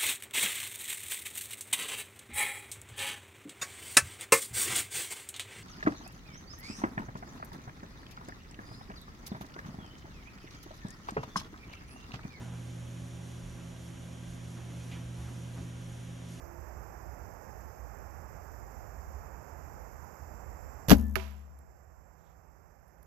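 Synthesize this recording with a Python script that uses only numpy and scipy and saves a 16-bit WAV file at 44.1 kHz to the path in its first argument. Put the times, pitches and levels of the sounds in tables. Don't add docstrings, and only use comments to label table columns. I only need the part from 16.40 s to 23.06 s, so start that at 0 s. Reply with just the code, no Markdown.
import sys
import numpy as np
from scipy import signal
from scipy.fft import rfft, irfft
from scipy.io import wavfile

SR = 44100
rng = np.random.default_rng(int(sys.argv[2]) if len(sys.argv) > 2 else 0)


def master(y):
    cut = np.clip(np.atleast_2d(y).T, -1, 1)
    pcm = np.round(cut * 32767)
    wavfile.write(sys.argv[1], SR, pcm.astype(np.int16))


N = 293706
T = np.arange(N) / SR

# frequency in Hz, gain in dB.
FAR_LEFT_EQ = [(60, -11), (200, -21), (700, -32), (1500, -30), (2500, -27.5), (4000, -25), (6000, -30),
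               (13000, -22.5)]
BOW_LEFT_EQ = [(100, 3), (400, 3.5), (900, -1.5), (1800, -14.5), (3500, -16.5), (7000, -24), (13000, -27)]
# frequency in Hz, relative level in dB.
DULL_TONE = [(30, -5.5), (90, 0.5), (170, -2.5), (350, -2), (550, 0.5), (900, -2.5), (1700, -4),
             (2300, -11), (3000, -9), (3700, -15), (5500, -14), (7500, -21.5), (9000, -36.5),
             (13000, -26.5)]
SHARP_TONE = [(200, -9.5), (1500, 1), (2400, -1.5), (3100, -0.5), (3700, -5), (4500, 0), (6500, -1.5),
              (7700, -7), (8900, -20), (10500, -5), (12500, 2.5), (14400, 0), (15500, -19.5)]
# pitch in Hz, left and right level in dB, t60 in seconds.
BOW_RESONANCES = [(70.6, -9, -18.5, 1.4), (159, -23.5, -27, 0.39), (192, 9, -4, 0.074),
                  (207.5, -16, -21.5, 0.97), (229.6, -10, -15, 0.51), (239.6, 6.5, -6.5, 0.1),
                  (276, -21, -36, 0.64), (282, 7, -14, 0.1), (357, -25.5, -39, 0.3),
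                  (420.3, -3, -11, 0.053), (567, -13, -9.5, 0.087), (620, -19, -16, .11),
                  (819, -12, -14.5, .1), (1006, -35, -37, 0.28), (1780, -40, -25, 0.083)]


def amp(db):
    return 10 ** (np.asarray(db) / 20)


def unit(x):
    return x / np.sqrt(np.mean(x ** 2) + 1e-20)


def noise():
    return rng.standard_normal(N)


def curve_at(points, hz):
    f, value = np.transpose(points)
    return np.interp(np.log(abs(hz) + 1), np.log(f), value)


def drift(per_s):
    hz = np.fft.rfftfreq(N, 1 / SR)
    return unit(irfft(rfft(noise()) / (1 + (hz / per_s) ** 4), N))


def colour(x, points, keep_power=True, size=4096):
    log_gain = np.log(amp(curve_at(points, np.fft.fftfreq(size, 1 / SR))))
    taps = np.fft.ifft(np.exp(np.conj(signal.hilbert(log_gain)))).real[:size // 2]
    return signal.oaconvolve(x, taps / (np.linalg.norm(taps) if keep_power else 1))[:N]


def stereo(pair, left_eq, likeness):
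    left = likeness * pair[1] + np.sqrt(1 - likeness ** 2) * pair[0]
    return np.array([colour(left, left_eq, keep_power=False), pair[1]])


def swell(start, rise, t60):
    return np.clip((T - start) / rise, 0, 1) * amp(-60 * np.maximum(T - start - rise, 0) / t60)


def lasting(start, stop, fade):
    return np.clip(np.minimum(T - start, stop - T) / fade, 0, 1)


def blows(rows, dull, sharp):
    soft, hard = np.zeros((2, N))
    for start, db, rise, t60, sharpness in rows:
        power = (amp(db) * swell(start, rise, t60)) ** 2
        soft += (1 - sharpness) * power
        hard += sharpness * power
    return colour(np.sqrt(soft) * noise(), dull) + colour(np.sqrt(hard) * noise(), sharp)


def ring(modes, start, rise, lag=0.):
    age = T - start - np.array([[lag], [0]])
    return sum(amp([[left], [right]]) * swell(start, rise, t60) * np.sin(2 * np.pi * hz * age)
               for hz, left, right, t60 in modes)


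def hiss():
    # frequency in Hz, relative level in dB.
    hiss_tone = [(400, -2.5), (1500, -6.5), (2350, 2), (3100, -9), (5500, -14.5), (9000, -26), (13000, -14)]
    return amp([[-77], [-90]]) * colour(noise(), hiss_tone)


def outdoors(rumble_db=-46, air_db=-45, chorus_db=-61):
    # frequency in Hz, relative level in dB.
    air_tone = [(25, -12), (45, 2.5), (64, 11.5), (90, 5), (140, 2), (260, -6), (400, -4), (780, -1),
                (1100, -6), (1750, -11.5), (2600, -23.5), (3700, -55), (8000, -55)]
    chorus_tone = [(3000, -39.5), (4100, -20), (4900, 0.5), (6200, 5.5), (7600, -1), (8200, -30),
                   (9900, -21.5), (11400, 0), (14400, 4.5), (14900, -24)]
    # centre and half length in seconds, change in dB.
    surges = [(1.06, .13, -7), (2.722, .2, 5.5), (6.1, .2, 3.5)]
    surge_db = sum(db * np.exp(-((T - centre) / half) ** 2) for centre, half, db in surges)
    rumble_gain = amp(rumble_db + surge_db + drift(4))
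    band = signal.butter(2, [52, 76], "bandpass", fs=SR, output="sos")
    pair = []
    for _ in range(2):
        rumble = rumble_gain * unit(signal.sosfilt(band, noise()))
        air = amp(air_db + .4 * drift(4.4)) * colour(noise(), air_tone)
        chorus = amp(chorus_db + 0.6 * drift(25)) * colour(noise(), chorus_tone)
        pair.append(rumble + air + chorus)
    return stereo(pair, FAR_LEFT_EQ, likeness=0.55)


def hums():
    # pitch in Hz, level in dB, start and stop in seconds.
    tones = [(345, -55.5, -3, 0.8), (105, -54.5, -3, 2.45), (164, -54, 4.5, 7)]
    hum = np.zeros(N)
    for hz, db, start, stop in tones:
        gain = amp(db + 2 * drift(2.7)) * lasting(start, stop, 0.39)
        hum += gain * np.sin(2 * np.pi * np.cumsum(hz + 2.42 * drift(8.5)) / SR)
    return stereo([hum, hum], FAR_LEFT_EQ, likeness=0.87)


def insects():
    # top pitch and its fall in Hz, strokes per second,
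    # relative level in dB, start and stop in seconds.
    singers = [(7613, 510, 26.5, -67.5, -0.5, 8), (6900, 1500, 26, -71.5, 0.5, 1.7),
               (7200, 900, 26, -68, 1.6, 4.5), (7480, 1100, 24, -63, 3.5, 6.37)]
    song = np.zeros(N)
    for hz, fall_hz, per_s, db, start, stop in singers:
        stroke = np.cumsum(per_s * (1 + 0.037 * drift(5.6))) / SR % 1
        pitch = hz - fall_hz * stroke ** 3 + 60 * drift(300)
        whistle = unit(np.sin(np.pi * stroke) ** 2 * np.sin(2 * np.pi * np.cumsum(pitch) / SR))
        song += amp(db + 0.75 * drift(12)) * lasting(start, stop, 0.64) * whistle
    age = T[:SR // 4]
    foliage = rng.standard_normal(len(age)) * amp(-60 * age / 0.38)
    song = 0.68 * song + 0.5 * signal.oaconvolve(song, foliage / np.linalg.norm(foliage))[:N]
    return stereo([song, song], FAR_LEFT_EQ, likeness=1)


def woods(start):
    # frequency in Hz, relative level in dB.
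    tail_tone = [(80, -0.5), (300, -3), (900, 2), (1500, 0), (2700, 1.5), (4000, -6), (6000, -8),
                 (9000, -21.5), (11500, -14), (14500, -17)]
    # frequency in Hz, t60 in seconds.
    tail_t60 = [(100, .4), (1000, 0.73), (3000, 0.53), (7000, .55), (14000, .6)]
    hz, age, bands = signal.stft(rng.standard_normal((2, SR)), SR, nperseg=256)
    bands *= amp(curve_at(tail_tone, hz)[:, None] - 60 * age / curve_at(tail_t60, hz)[:, None])
    tail = signal.istft(bands, SR)[1][:, :SR]
    first = round(start * SR)
    return np.pad(tail, ((0, 0), (first, N - first - SR)))


def lowering():
    # start in seconds, level in dB, rise and t60 in seconds, sharpness 0-1.
    contacts = [(5.189, -39.5, 0.00045, 0.013, 0.97), (6.4766, -53, .002, 0.062, 1),
                (6.5809, -51.5, .0005, 0.011, 0.66), (6.6293, -38, 0.00055, 0.012, 1)]
    # frequency in Hz, relative level in dB.
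    tick_tone = [(1000, -39), (4000, -10), (8000, -17), (11000, 8), (13500, -4), (15500, -6)]
    ticks = stereo([blows(contacts, DULL_TONE, tick_tone) for _ in range(2)], BOW_LEFT_EQ, likeness=.6)
    cloth = colour(noise(), [(1000, -18), (3500, 6), (6000, -6), (9000, -24)])
    rustle = amp(-67 + 2 * drift(40)) * lasting(5.76, 5.98, .11) * cloth
    return ticks + stereo([rustle, rustle], BOW_LEFT_EQ, likeness=1)


def flight(whistle_hz=1757, waver_hz=14, whistle_db=-43):
    turns = np.cumsum(whistle_hz + waver_hz * drift(68.15)) / SR
    gain = amp(whistle_db + 0.81 * drift(39.2)) * lasting(4.56, 4.74, 0.082)
    whistle = gain * np.sin(2 * np.pi * turns)
    return stereo([whistle, whistle], FAR_LEFT_EQ, likeness=0.91)


def arrow_hit():
    # start in seconds, level in dB, rise and t60 in seconds, sharpness 0-1.
    impacts = [(4.7575, -11.5, .001, 0.035, 0.9), (4.7635, -12, 0.00076, 0.047, 0.03)]
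    # frequency in Hz, relative level in dB.
    thud_tone = [(40, -5.5), (85, 21), (170, 5), (400, 6.5), (600, 2.5), (1000, 9), (1600, -11),
                 (3000, -24), (8000, -90)]
    crack_tone = [(200, -19), (900, -18), (1450, 6.5), (2000, 3), (2700, 2.5), (3400, -15.5), (4200, -11),
                  (7500, -17.5), (9000, -34), (11300, -6.5), (13000, -19), (14500, -14), (15800, -45)]
    # pitch in Hz, left and right level in dB, t60 in seconds.
    block_modes = [(378, -35, -16.5, 0.14), (659, -49, -27.5, 0.33), (980, -48, -29, 0.29)]
    point = colour(signal.unit_impulse(N, round(4.7565 * SR)), crack_tone)
    hit = amp(13) * point + blows(impacts, thud_tone, crack_tone)
    echo_tone = [(500, -10), (1500, -7.5), (2400, 7.0), (3300, -10), (6000, -20), (10000, -32)]
    hit += amp(-27) * colour(swell(4.797, .002, .03) * noise(), echo_tone)
    block = ring(block_modes, start=4.763, rise=0.0033)
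    thump = ring([(71.7, -34.5, -19, 0.065)], start=4.757, rise=0.0049)
    scatter = stereo(woods(4.76), FAR_LEFT_EQ, likeness=0.45)
    return stereo([hit, hit], FAR_LEFT_EQ, likeness=1) + block + thump + amp(-22) * scatter


def rattle(buzz_stop_s=5.13):
    chatter = colour(swell(4.503, 0.02, .07) * amp(3 * drift(250)) * noise(), SHARP_TONE)
    swing = np.cos(2 * np.pi * BOW_RESONANCES[0][0] * (T - 4.584))
    touching = .12 + np.maximum(swing, 0) ** 24
    settling = np.clip((buzz_stop_s - T) / 0.22, 0, 1)
    shaking = 1.5 * swell(4.55, .02, 2.0) * settling + 3.5 * swell(4.56, 0.015, 0.14)
    # frequency in Hz, relative level in dB.
    buzz_tone = [(400, -7), (900, -5.5), (2500, -21), (4500, -17.5), (6500, -6), (8800, -17), (11800, 0),
                 (14300, -2), (15800, -22)]
    buzz = colour(touching * shaking * amp(2 * drift(40)) * noise(), buzz_tone)
    frame_tone = [(100, -6), (380, 1), (900, -8), (1300, -18), (2500, -32)]
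    frame = colour(swell(4.52, .01, 0.43) * noise(), frame_tone)
    sizzle = [colour(swell(4.54, .01, .36) * noise(), buzz_tone) for _ in range(2)]
    return (amp([[-26], [-28]]) * chatter + amp([[-41], [-47]]) * buzz
            + amp([[-28], [-34]]) * frame + amp([[-52], [-41]]) * sizzle)


def bow():
    # start in seconds, level in dB, rise and t60 in seconds, sharpness 0-1.
    release = [(4.483, -19, 0.0047, 0.11, 0.6), (4.4962, 1.5, 0.00017, 0.0081, 0.8),
               (4.498, -17.5, 0.0021, 0.087, .25), (4.5035, 1, 0.0011, 0.035, 0.4),
               (4.5125, -1, 0.0019, .072, 0.2), (4.530, -14, .001, 0.077, 0.2),
               (4.565, -39.5, .03, 0.2, .05)]
    # pitch in Hz, left and right level in dB, t60 in seconds.
    recoil_modes = [(34, -12.5, -14, .13), (50.2, -5.5, -10, .25), (108, -18, -16, 0.34)]
    snap = stereo([blows(release, DULL_TONE, SHARP_TONE) for _ in range(2)], BOW_LEFT_EQ, likeness=0.6)
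    push = ring([(137, -11, -14, .06)], start=4.483, rise=.006, lag=.001)
    recoil = ring(recoil_modes, start=4.486, rise=0.031, lag=.0005)
    body = ring(BOW_RESONANCES, start=4.509, rise=0.012, lag=0.00082)
    scatter = stereo(woods(4.51), FAR_LEFT_EQ, likeness=.4)
    return snap + push + recoil + body + rattle() + amp(-37) * scatter


def scene():
    return hiss() + outdoors() + hums() + insects() + bow() + flight() + arrow_hit() + lowering()


def record(dry, threshold_db=-26, max_duck_db=11, creep_db_per_s=0.19, cutoff_hz=14900):
    power_db = 10 * np.log10(signal.lfilter([.01], [1, -.99], (dry ** 2).mean(0)) + 1e-12)
    duck_db = np.clip(power_db - threshold_db, 0, max_duck_db)
    creep_db = creep_db_per_s * T
    held_db = np.maximum.accumulate(duck_db - creep_db) + creep_db
    clipped = np.clip(dry * amp(-held_db), -1, 1)
    lowpass = signal.firwin(255, cutoff_hz, window=("kaiser", 8), fs=SR)
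    return signal.oaconvolve(clipped, lowpass[None], "same")


dry = scene()
out = record(dry)
master(out)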